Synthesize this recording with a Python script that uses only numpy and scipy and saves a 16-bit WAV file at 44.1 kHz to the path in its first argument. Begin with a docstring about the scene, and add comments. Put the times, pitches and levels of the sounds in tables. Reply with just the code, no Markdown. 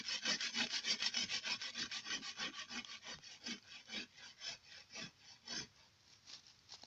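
"""In a quiet wood, over a steady hiss of leaves and a rumble, a bow saw cuts a dry branch stub off a tree.
Quick strokes slow and lighten: noisy tooth strikes excite the resonances of steel, fibres and hollow wood.
The stub drones on the pull, caught teeth burst free, the pinched blade sings, and the sagging stub groans.
Dry ticks join during the cut; then the saw is lifted away, and bark and twigs, grains of noise, rustle
and tick under a hand. Scattered echoes from ground and trees follow every near sound."""
import sys
import numpy as np
from scipy import signal
from scipy.fft import rfft, irfft
from scipy.io import wavfile
from scipy.ndimage import uniform_filter1d

SR = 44100
rng = np.random.default_rng(int(sys.argv[2]) if len(sys.argv) > 2 else 0)


def wav_record(signal):
    """Record a signal, one row per channel, as 16-bit PCM in the file named by sys.argv[1]."""
    frames = np.transpose(np.atleast_2d(signal))
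    bounded = np.clip(frames, -1, 1)
    # unit amplitude maps onto the largest positive 16-bit level
    quanta = np.round(bounded * 32767).astype(np.int16)
    wavfile.write(sys.argv[1], SR, quanta)


N = 302512
TIME = np.arange(N) / SR  # s


def gain_of(db):
    """Level law: decibels to amplitude ratio."""
    return 10 ** (np.asarray(db) / 20)


def evened(x):
    """Normalisation: scales to rms 1."""
    return x / np.sqrt(np.mean(x ** 2) + 1e-20)


def add(mix, s, sound):
    """Superposition: adds a sound to the mix from time s in seconds."""
    part = mix[round(s * SR):][:len(sound)]
    part += sound[:len(part)]


def curve(points):
    """Linear interpolation over time through (seconds, value) points."""
    return np.interp(TIME, *np.transpose(points))


def coloured(x, points):
    """Spectral shaping: filters by (Hz, dB) points joined along log frequency."""
    hz, db = np.transpose(points)
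    bins_hz = np.fft.rfftfreq(len(x), 1 / SR)
    response_db = np.interp(np.log(bins_hz + 1), np.log(hz), db)
    return irfft(rfft(x) * gain_of(response_db), len(x))


def wander(rate_hz):
    """Low-passed random process: smooth chance of about rms 1, mostly slower than the given rate."""
    coarse = TIME[::32]
    keep = np.exp(-(np.fft.rfftfreq(len(coarse), coarse[1]) / rate_hz) ** 2)
    noise = rng.standard_normal(len(coarse))
    return np.interp(TIME, coarse, evened(irfft(rfft(noise) * keep, len(coarse))))


def resonate(x, hz, width):
    """Resonance: a double pole of peak gain 1 that follows the curve hz, 6 dB down at hz +- width."""
    turn = np.exp(2j * np.pi * np.cumsum(hz * np.ones(len(x))) / SR)
    r = np.exp(-2 * np.pi * width / SR)
    # shift the resonance to 0 Hz, low-pass there and shift back
    slow = signal.lfilter([(1 - r) ** 2], [1, -2 * r, r * r], x / turn + 1e-18)
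    return 2 * (turn * slow).real


def ring(x, modes, shift_hz=0, coupling_db=0, drift=0):
    """Modal synthesis: modes shift together, and each swells and drifts as the contact passes its nodes."""
    out = 0
    for hz, width, db in modes:
        level = gain_of(db + coupling_db * np.tanh(wander(12.0)))
        pitch_hz = (hz + shift_hz) * (1 + drift * wander(11.5))
        out = out + level * resonate(x, pitch_hz, width)
    return evened(out)


def dappled(x, depth_db=6.0, size=1024):
    """Dense modal field: narrow bands swell and fade for a few hundredths of a second."""
    overlap = size * 3 // 4
    z = signal.stft(x, nperseg=size, noverlap=overlap)[2]
    field = uniform_filter1d(rng.standard_normal(z.shape), size=2, axis=0)
    field = evened(uniform_filter1d(field, size=7, axis=1))
    shaped = z * gain_of(depth_db * np.minimum(field, 2))
    return evened(signal.istft(shaped, nperseg=size, noverlap=overlap)[1][:N])


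# Spectrum of the air in the wood. Each row: frequency in Hz, relative level in dB.
AIR_SPECTRUM = [(20, -23), (50, -13.5), (100, -2.5), (160, -8), (300, -16), (700, -21), (1050, -17),
                (3000, -18.5), (5400, -15.5), (6500, -22.5), (8200, -42), (15000, -41.5)]
AIR_DB = -71.5  # rms


def forest():
    """Stationary shaped noise: a soft hiss of leaves over a distant rumble."""
    return gain_of(AIR_DB + 0.5 * wander(7.5)) * evened(coloured(rng.standard_normal(N), AIR_SPECTRUM))


def trunks(x, t60, wet_db):
    """Diffuse scattering: faint, sparse, decaying echoes from the ground and the trees."""
    t = np.arange(SR // 3) / SR
    sparse = rng.random(len(t)) < 1500 / SR  # 1500 echoes a second
    taps = rng.standard_normal(len(t)) * sparse * (t > .008) * gain_of(-60 * t / t60)
    return x + gain_of(wet_db) * signal.fftconvolve(x, taps / np.linalg.norm(taps))[:N]


# Spectrum of snapping bark and twigs. 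Each row: frequency in Hz, relative level in dB.
BARK_SPECTRUM = [(40, -51), (120, -29), (240, -4), (550, -13.5), (820, -3), (1200, -9), (1700, -5.5),
                 (3000, -2), (4300, 3), (5500, 6), (6600, -4.5), (7700, -28), (10000, -47)]
# Hand and blade brush over bark and twigs. Each row: middle in seconds,
# length between the 1/e points in seconds, level at the middle in dB.
SCUFFS = [(5.785, 0.061, -75), (6.127, .11, -71), (6.328, 0.092, -52), (6.49, .08, -66.5),
          (6.731, 0.062, -54), (6.84, 0.14, -66)]
# the quiet rustle of moving about as the saw comes free
RUSTLE_FROM_S, RUSTLE_DB = 5.85, -75


def rubbing(grain_db=2.0, patchy_db=2.0):
    """Granular friction: tiny flakes of bark snap in clumps under hand and blade; scuffs swell and fade."""
    sizes = gain_of(grain_db * np.minimum(rng.exponential(1, N), 5))
    grains = rng.standard_normal(N) * sizes * (rng.random(N) < 6000 / SR)  # 6000 a second
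    flakes = dappled(coloured(grains, BARK_SPECTRUM), depth_db=3.0)
    flakes = evened(gain_of(patchy_db * wander(90)) * flakes)
    scuffs = sum(gain_of(db) * np.exp(-(2 * (TIME - s) / length) ** 2) for s, length, db in SCUFFS)
    rustle = gain_of(RUSTLE_DB) * np.clip((TIME - RUSTLE_FROM_S) / 0.17, 0, 1)
    return (scuffs + rustle) * flakes


# Dry ticks and knocks of wood and twigs. Each row: start in seconds, peak level in dB, pitch in Hz.
TICKS = [(2.847, -35.5, 3200), (3.187, -43.5, 598), (3.626, -51, 4770), (3.856, -52, 5783),
         (4.899, -60, 5600), (5.761, -58, 5770), (6.467, -48, 5400), (6.591, -52.5, 4760),
         (6.693, -50, 4060), (6.738, -45, 890), (6.82, -49, 5300), (6.8351, -41.5, 4130),
         (6.835, -46.5, 382)]


def ticks(t60=0.0099):
    """Impulsive excitation: a brief crack of dry wood with one strong resonance."""
    out, t, lead = np.zeros(N), np.arange(2048) / SR, 256
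    for s, db, hz in TICKS:
        decay = gain_of(-60 * t / t60) + 0.049 * np.exp(-t / 0.0043)
        crack = rng.standard_normal(len(t)) * decay
        tick = np.pad(crack + 3.5 * resonate(crack, hz, 400), lead)
        tick = coloured(tick, BARK_SPECTRUM)
        tick = coloured(tick, [(3 * hz, 0), (9 * hz, -14)])  # low knocks are also duller
        add(out, s - lead / SR, gain_of(db) * tick / abs(tick).max())
    return out


# The sagging stub shudders, mostly as a pull ends, and once during a push.
# Each row: middle in seconds, rms level in dB, pitch at the middle in Hz.
SHUDDERS = [(1.255, -61, 155), (1.347, -67.5, 127), (1.559, -70, 130), (1.838, -67, 141),
            (2.19, -57.5, 273), (2.489, -59.5, 299), (3.17, -65, 147), (4.529, -70, 136.6),
            (5.055, -60.5, 156.4), (5.611, -61.5, 150.4)]


def shudders(length=0.1):
    """Falling resonance: a low, rough groan of wood that drops in pitch as the blade slows."""
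    out, u = np.zeros(N), np.linspace(-1, 1, int(length * SR))
    sag = 1 - .15 * u
    for s, db, hz in SHUDDERS:
        groan = resonate(rng.standard_normal(len(u)), hz * sag, 49) * np.cos(np.pi * u / 2)
        add(out, s - length / 2, gain_of(db) * evened(groan))
    return out


# Modes of the blade held in the cut.
# Each row: frequency in Hz, half-width at -6 dB in Hz, relative level in dB.
BLADE_MODES = [(1565, 151, 2), (1887, 117, 2), (2040, 57, -1), (2260, 94, 2), (2492, 112, 3.5),
               (3029, 82, 2.5), (3318, 93, 0.5), (3755, 48, -0.5), (4544, 117, 1), (4804, 60, 1.5),
               (5264, 102, 3), (5515, 96, -0.5), (5910, 110, -0.5), (6410, 91, -12.5)]
# Spectrum of tearing fibres. Each row: frequency in Hz, relative level in dB.
TEAR_SPECTRUM = [(300, -25), (1200, -16), (1550, -0.5), (3300, 6.5), (4000, 3), (5400, 3), (6200, -2),
                 (7000, -11), (7700, -22.5), (8500, -34.5), (13000, -51.5), (16000, -67)]
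# A tooth catches and breaks free. Each row: release in seconds,
# starting rms level in dB before a last treble cut, 60 dB decay time in seconds.
SNAGS = [(0.253, -40.5, 0.26), (0.407, -36.5, 0.084), (0.575, -39, 0.044), (0.6688, -39, 0.024),
         (0.704, -40, 0.03), (1.024, -30.5, 0.032), (1.142, -38.5, 0.047), (1.168, -34.5, 0.035),
         (1.6153, -40.5, 0.08), (1.915, -40.5, 0.07), (2.103, -40.5, 0.14), (2.333, -54, 0.031),
         (2.913, -49.5, 0.11), (3.582, -54, 0.04)]
HOLD_S, HOLD_DB = 0.012, -4  # before a snag the caught tooth holds the blade back


def snags():
    """Stick-slip release: a caught tooth lets go with a short, harsh burst in blade and fibres."""
    bursts, t = np.zeros(N), np.arange(SR // 8) / SR
    for s, db, t60 in SNAGS:
        add(bursts, s, gain_of(db - 60 * t / t60))
    jolt = rng.standard_normal(N)
    harsh = evened(ring(jolt, BLADE_MODES) + evened(coloured(jolt, TEAR_SPECTRUM)))
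    return coloured(bursts * harsh, [(6500, 0), (8500, -25)])


def held_back():
    """Stick phase: the gain sinks as a tooth catches, and returns when it lets go."""
    db = sum(HOLD_DB * np.exp(-abs(s - TIME) / HOLD_S) * (TIME < s) for s, _, _ in SNAGS)
    return gain_of(uniform_filter1d(db, size=60))


# Cycles of the arm. Each row: pull start in seconds, push start in seconds, nominal pull rasp in dB,
# nominal push rasp in dB, stub drone on the pull in dB re rasp.
CYCLES = [(-0.113, 0.025, -37.5, -42, -9), (0.211, 0.379, -36, -41, -12), (0.519, 0.683, -37, -40.5, -10),
          (0.814, 0.981, -36.5, -39.5, -16), (1.112, 1.274, -37.5, -41, -15),
          (1.406, 1.583, -40, -46, -18.5), (1.721, 1.89, -42, -45, -12), (2.019, 2.213, -42.5, -46.5, -11),
          (2.34, 2.519, -43.5, -47.5, -11.7), (2.666, 2.841, -46, -50.2, -8),
          (2.997, 3.187, -49.5, -55, -13.5), (3.401, 3.59, -46, -55, -6),
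          (3.859, 4.068, -44.5, -54.5, -9.5), (4.367, 4.582, -45.5, -56, -26.5),
          (4.875, 5.118, -48, -60.5, -10.4), (5.414, 5.682, -45, -69.5, -9)]
LAST_STROKE_ENDS = 5.915  # s
# share of a stroke gone when the blade is fastest; a slow push takes longer to gather speed
PULL_FASTEST, PUSH_FASTEST, PUSH_LAG_PER_S = .566, .485, .59
PUSH_DRONE_DB = -23  # re rasp: on the push the teeth skate and hardly shake the stub


def arm():
    """Reciprocating motion, pull and push in turn.

    Returns blade position -1..1, speed 0..1, strokes a second, pushing 0..1, rasp dB, drone dB."""
    cycles = np.array(CYCLES)
    turns = np.append(cycles[:, :2], LAST_STROKE_ENDS)
    length = np.diff(turns)
    push = np.arange(len(length)) % 2
    share = np.where(push, PUSH_FASTEST + PUSH_LAG_PER_S * length, PULL_FASTEST)
    fastest = turns[:-1] + length * np.clip(share, 0, 1)
    marks = np.sort(np.append(turns, fastest))
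    phase = np.interp(TIME, marks, np.arange(len(marks)) / 2)  # one per stroke
    stroke = np.minimum(phase.astype(int), len(length) - 1)
    drone_db = np.where(push, PUSH_DRONE_DB, np.repeat(cycles[:, 4], 2))
    per_stroke = (1 / length, push, cycles[:, 2:4].ravel(), drone_db)
    held = [uniform_filter1d(c[stroke].astype(float), size=600) for c in per_stroke]
    return np.cos(np.pi * phase), abs(np.sin(np.pi * phase)), *held


def teeth(rate_hz, jitter, uneven_db, tear_share):
    """Periodic impact with noise: each tooth strikes the cut, then drags a short crackle of torn fibres."""
    passed = np.cumsum(rate_hz * np.exp(jitter * wander(120))) / SR
    tooth = passed.astype(int)
    size = gain_of(uneven_db * np.clip(rng.standard_normal(N), -2, 2))[tooth]
    strikes = np.diff(tooth, prepend=0) / np.sqrt(rate_hz)
    fibres = (.3 + np.exp(-(passed % 1) / .45)) * rng.standard_normal(N)
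    share = np.clip(tear_share, 0, 1)
    return evened(size * (np.sqrt(1 - share) * evened(strikes) + np.sqrt(share) * evened(fibres)))


# Bending modes of the stub and the saw frame.
# Each row: frequency in Hz, half-width at -6 dB in Hz, relative level in dB.
STUB_MODES = [(131.3, 9.9, -27), (232.3, 24, -5), (304.3, 24.4, -14), (407.5, 44.5, -17)]


def stub_drone(drive):
    """Forced bending vibration: the heavy stub is shaken by the crumbling wood."""
    stub = ring(drive + 2 * rng.standard_normal(N), STUB_MODES, coupling_db=3.5, drift=0.025)
    # the rubbing blade damps wide swings, which steadies the drone
    return evened(stub / np.sqrt(0.81 + uniform_filter1d(stub ** 2, size=1500)))


# Higher, hollow modes of the wood.
# Each row: frequency in Hz, half-width at -6 dB in Hz, relative level in dB.
HOLLOW_MODES = [(515, 57, -1.5), (651.5, 22.3, 1.5), (839, 73, 0.5), (971, 79, 0.5), (1155, 23, 1)]
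# level in a stroke of FIRM_DB (dB re rasp); it stands out more as the strokes lighten (dB per dB)
FIRM_DB, PULL_HOLLOW_DB, PUSH_HOLLOW_DB, HOLLOW_GROWTH = -40, -15.5, -21.5, 0.4


def hollow_wood(drive, pushing, rasp_db):
    """Body resonance: the wood answers the teeth with a hollow tone."""
    db = np.interp(pushing, [0, 1], [PULL_HOLLOW_DB, PUSH_HOLLOW_DB])
    db = db + HOLLOW_GROWTH * (FIRM_DB - rasp_db)
    return gain_of(db) * ring(drive, HOLLOW_MODES, coupling_db=8.5, drift=0.034)


# Free, taut length of the blade.
# Each row: frequency in Hz, half-width at -6 dB in Hz, nominal level in dB re rasp.
TWANG_MODES = [(6280, 7.8, -26), (6384, 11, -27.5)]


def twang(drive, force):
    """Free decay: lightly damped high modes of the blade, fed by the strokes, ring on between them."""
    out = 0
    for hz, width, db in TWANG_MODES:
        out = out + gain_of(db) * resonate(force * drive, hz, width) / resonate(drive, hz, width).std()
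    return out


# The cut pinches the blade. Each row: time in seconds, grip from 0 to 1.
PINCH_GRIP = [(1.3, 0.17), (2.1, 0.49), (2.6, 0.87), (2.95, 0.72), (3.25, 0.03)]
PINCH_HZ, PINCH_DB = 1139, -9  # level re rasp at full grip


def pinched_blade(drive, grip):
    """Clamped resonance: the gripped blade sings near one pitch."""
    pitch_hz = PINCH_HZ * (1 + .012 * wander(10))
    return gain_of(PINCH_DB) * grip * evened(resonate(drive, pitch_hz, 35))


# The blade binds as it sinks into the wood, which shifts all its modes.
# Each row: time in seconds, shift in Hz.
BINDING_SHIFT = [(1.0, 3), (3.3, -19), (4.0, 56.5), (5.7, 56)]
# share of the rasp that is torn fibres: per stroke a second, and added by the skating push
TORN_PER_PACE, PUSH_TORN = 0.088, 0.21
BRIGHT_DB, PINCH_DULLS_DB = 1.5, 3  # treble lift before levelling, and its loss at full grip


def rasp_of(drive, position, pace, pushing, grip):
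    """Shared excitation: the same teeth ring the steel blade and tear the fibres."""
    # the free length of the blade changes as it slides, and its modes glide with it
    shift_hz = curve(BINDING_SHIFT) + 20 * position
    steel = ring(drive, BLADE_MODES, shift_hz, coupling_db=8.0, drift=0.014)
    tearing = dappled(coloured(drive, TEAR_SPECTRUM), depth_db=4.5)
    # quick strokes tear more fibres; slow ones let the steel ring clearly
    torn = np.clip(TORN_PER_PACE * pace + PUSH_TORN * pushing, 0, .95)
    rasp = np.sqrt(1 - torn) * steel + np.sqrt(torn) * tearing
    treble = coloured(rasp, [(3600, -49), (4200, 5.5)])
    lift = gain_of(BRIGHT_DB - PINCH_DULLS_DB * grip + 1.0 * wander(12))
    return (rasp + (lift - 1) * treble) / np.sqrt(0.53 * (1 + lift ** 2))


# loudness goes as a power of speed, given for a stroke of BRISK_S; longer strokes bite only in their middle
BRISK_S, PULL_POWER, PUSH_POWER, POWER_GROWTH = .15, 1.79, 1.32, 0.86
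# the stub drones only in the heart of a stroke (power re the rasp's), and late (share of the stroke)
DRONE_POWER, DRONE_LAG = 1.08, 0.071


def saw():
    """Source and resonators: the teeth drive blade and wood, louder and faster in mid-stroke."""
    position, speed, pace, pushing, rasp_db, drone_db = arm()
    grip = np.clip(curve(PINCH_GRIP), 0, 1)
    drive = teeth(50 * pace * (.3 + .7 * speed), jitter=.06, uneven_db=1.0, tear_share=0.89)
    sawing = np.clip((LAST_STROKE_ENDS - TIME) / 0.03, 0, 1)
    # the bite is uneven as the teeth meet hard and soft grain
    bite = gain_of(1.1 * wander(50))
    effort = gain_of(rasp_db) * bite
    power = np.interp(pushing, [0, 1], [PULL_POWER, PUSH_POWER]) / (pace * BRISK_S) ** POWER_GROWTH
    # quick strokes keep the blade ringing through the turn
    force = effort * (0.014 * pace + speed ** power) * sawing * held_back()
    rasp = rasp_of(drive, position, pace, pushing, grip)
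    wood = hollow_wood(drive, pushing, rasp_db)
    pinch = pinched_blade(drive, grip)
    # the stub follows the stroke late
    swing = effort * (0.079 + speed ** (power * DRONE_POWER)) * sawing
    swing = np.interp(TIME - DRONE_LAG / pace, TIME, swing)
    drone = swing * gain_of(drone_db) * stub_drone(drive)
    return force * (rasp + wood + pinch) + twang(drive, force) + drone


def scene():
    """Superposition: everything near the tree, its echoes, and the wood around it."""
    near = saw() + shudders() + snags() + ticks() + rubbing()
    return (trunks(near, t60=.25, wet_db=-19) + forest())[None]


def record(dry):
    """Band limiting: a steep linear-phase low-pass at 15.5 kHz."""
    lowpass = signal.firwin(511, 15500, window=("kaiser", 9), fs=SR)
    return signal.oaconvolve(dry, lowpass[None], "same")


dry = scene()
out = record(dry)
wav_record(out)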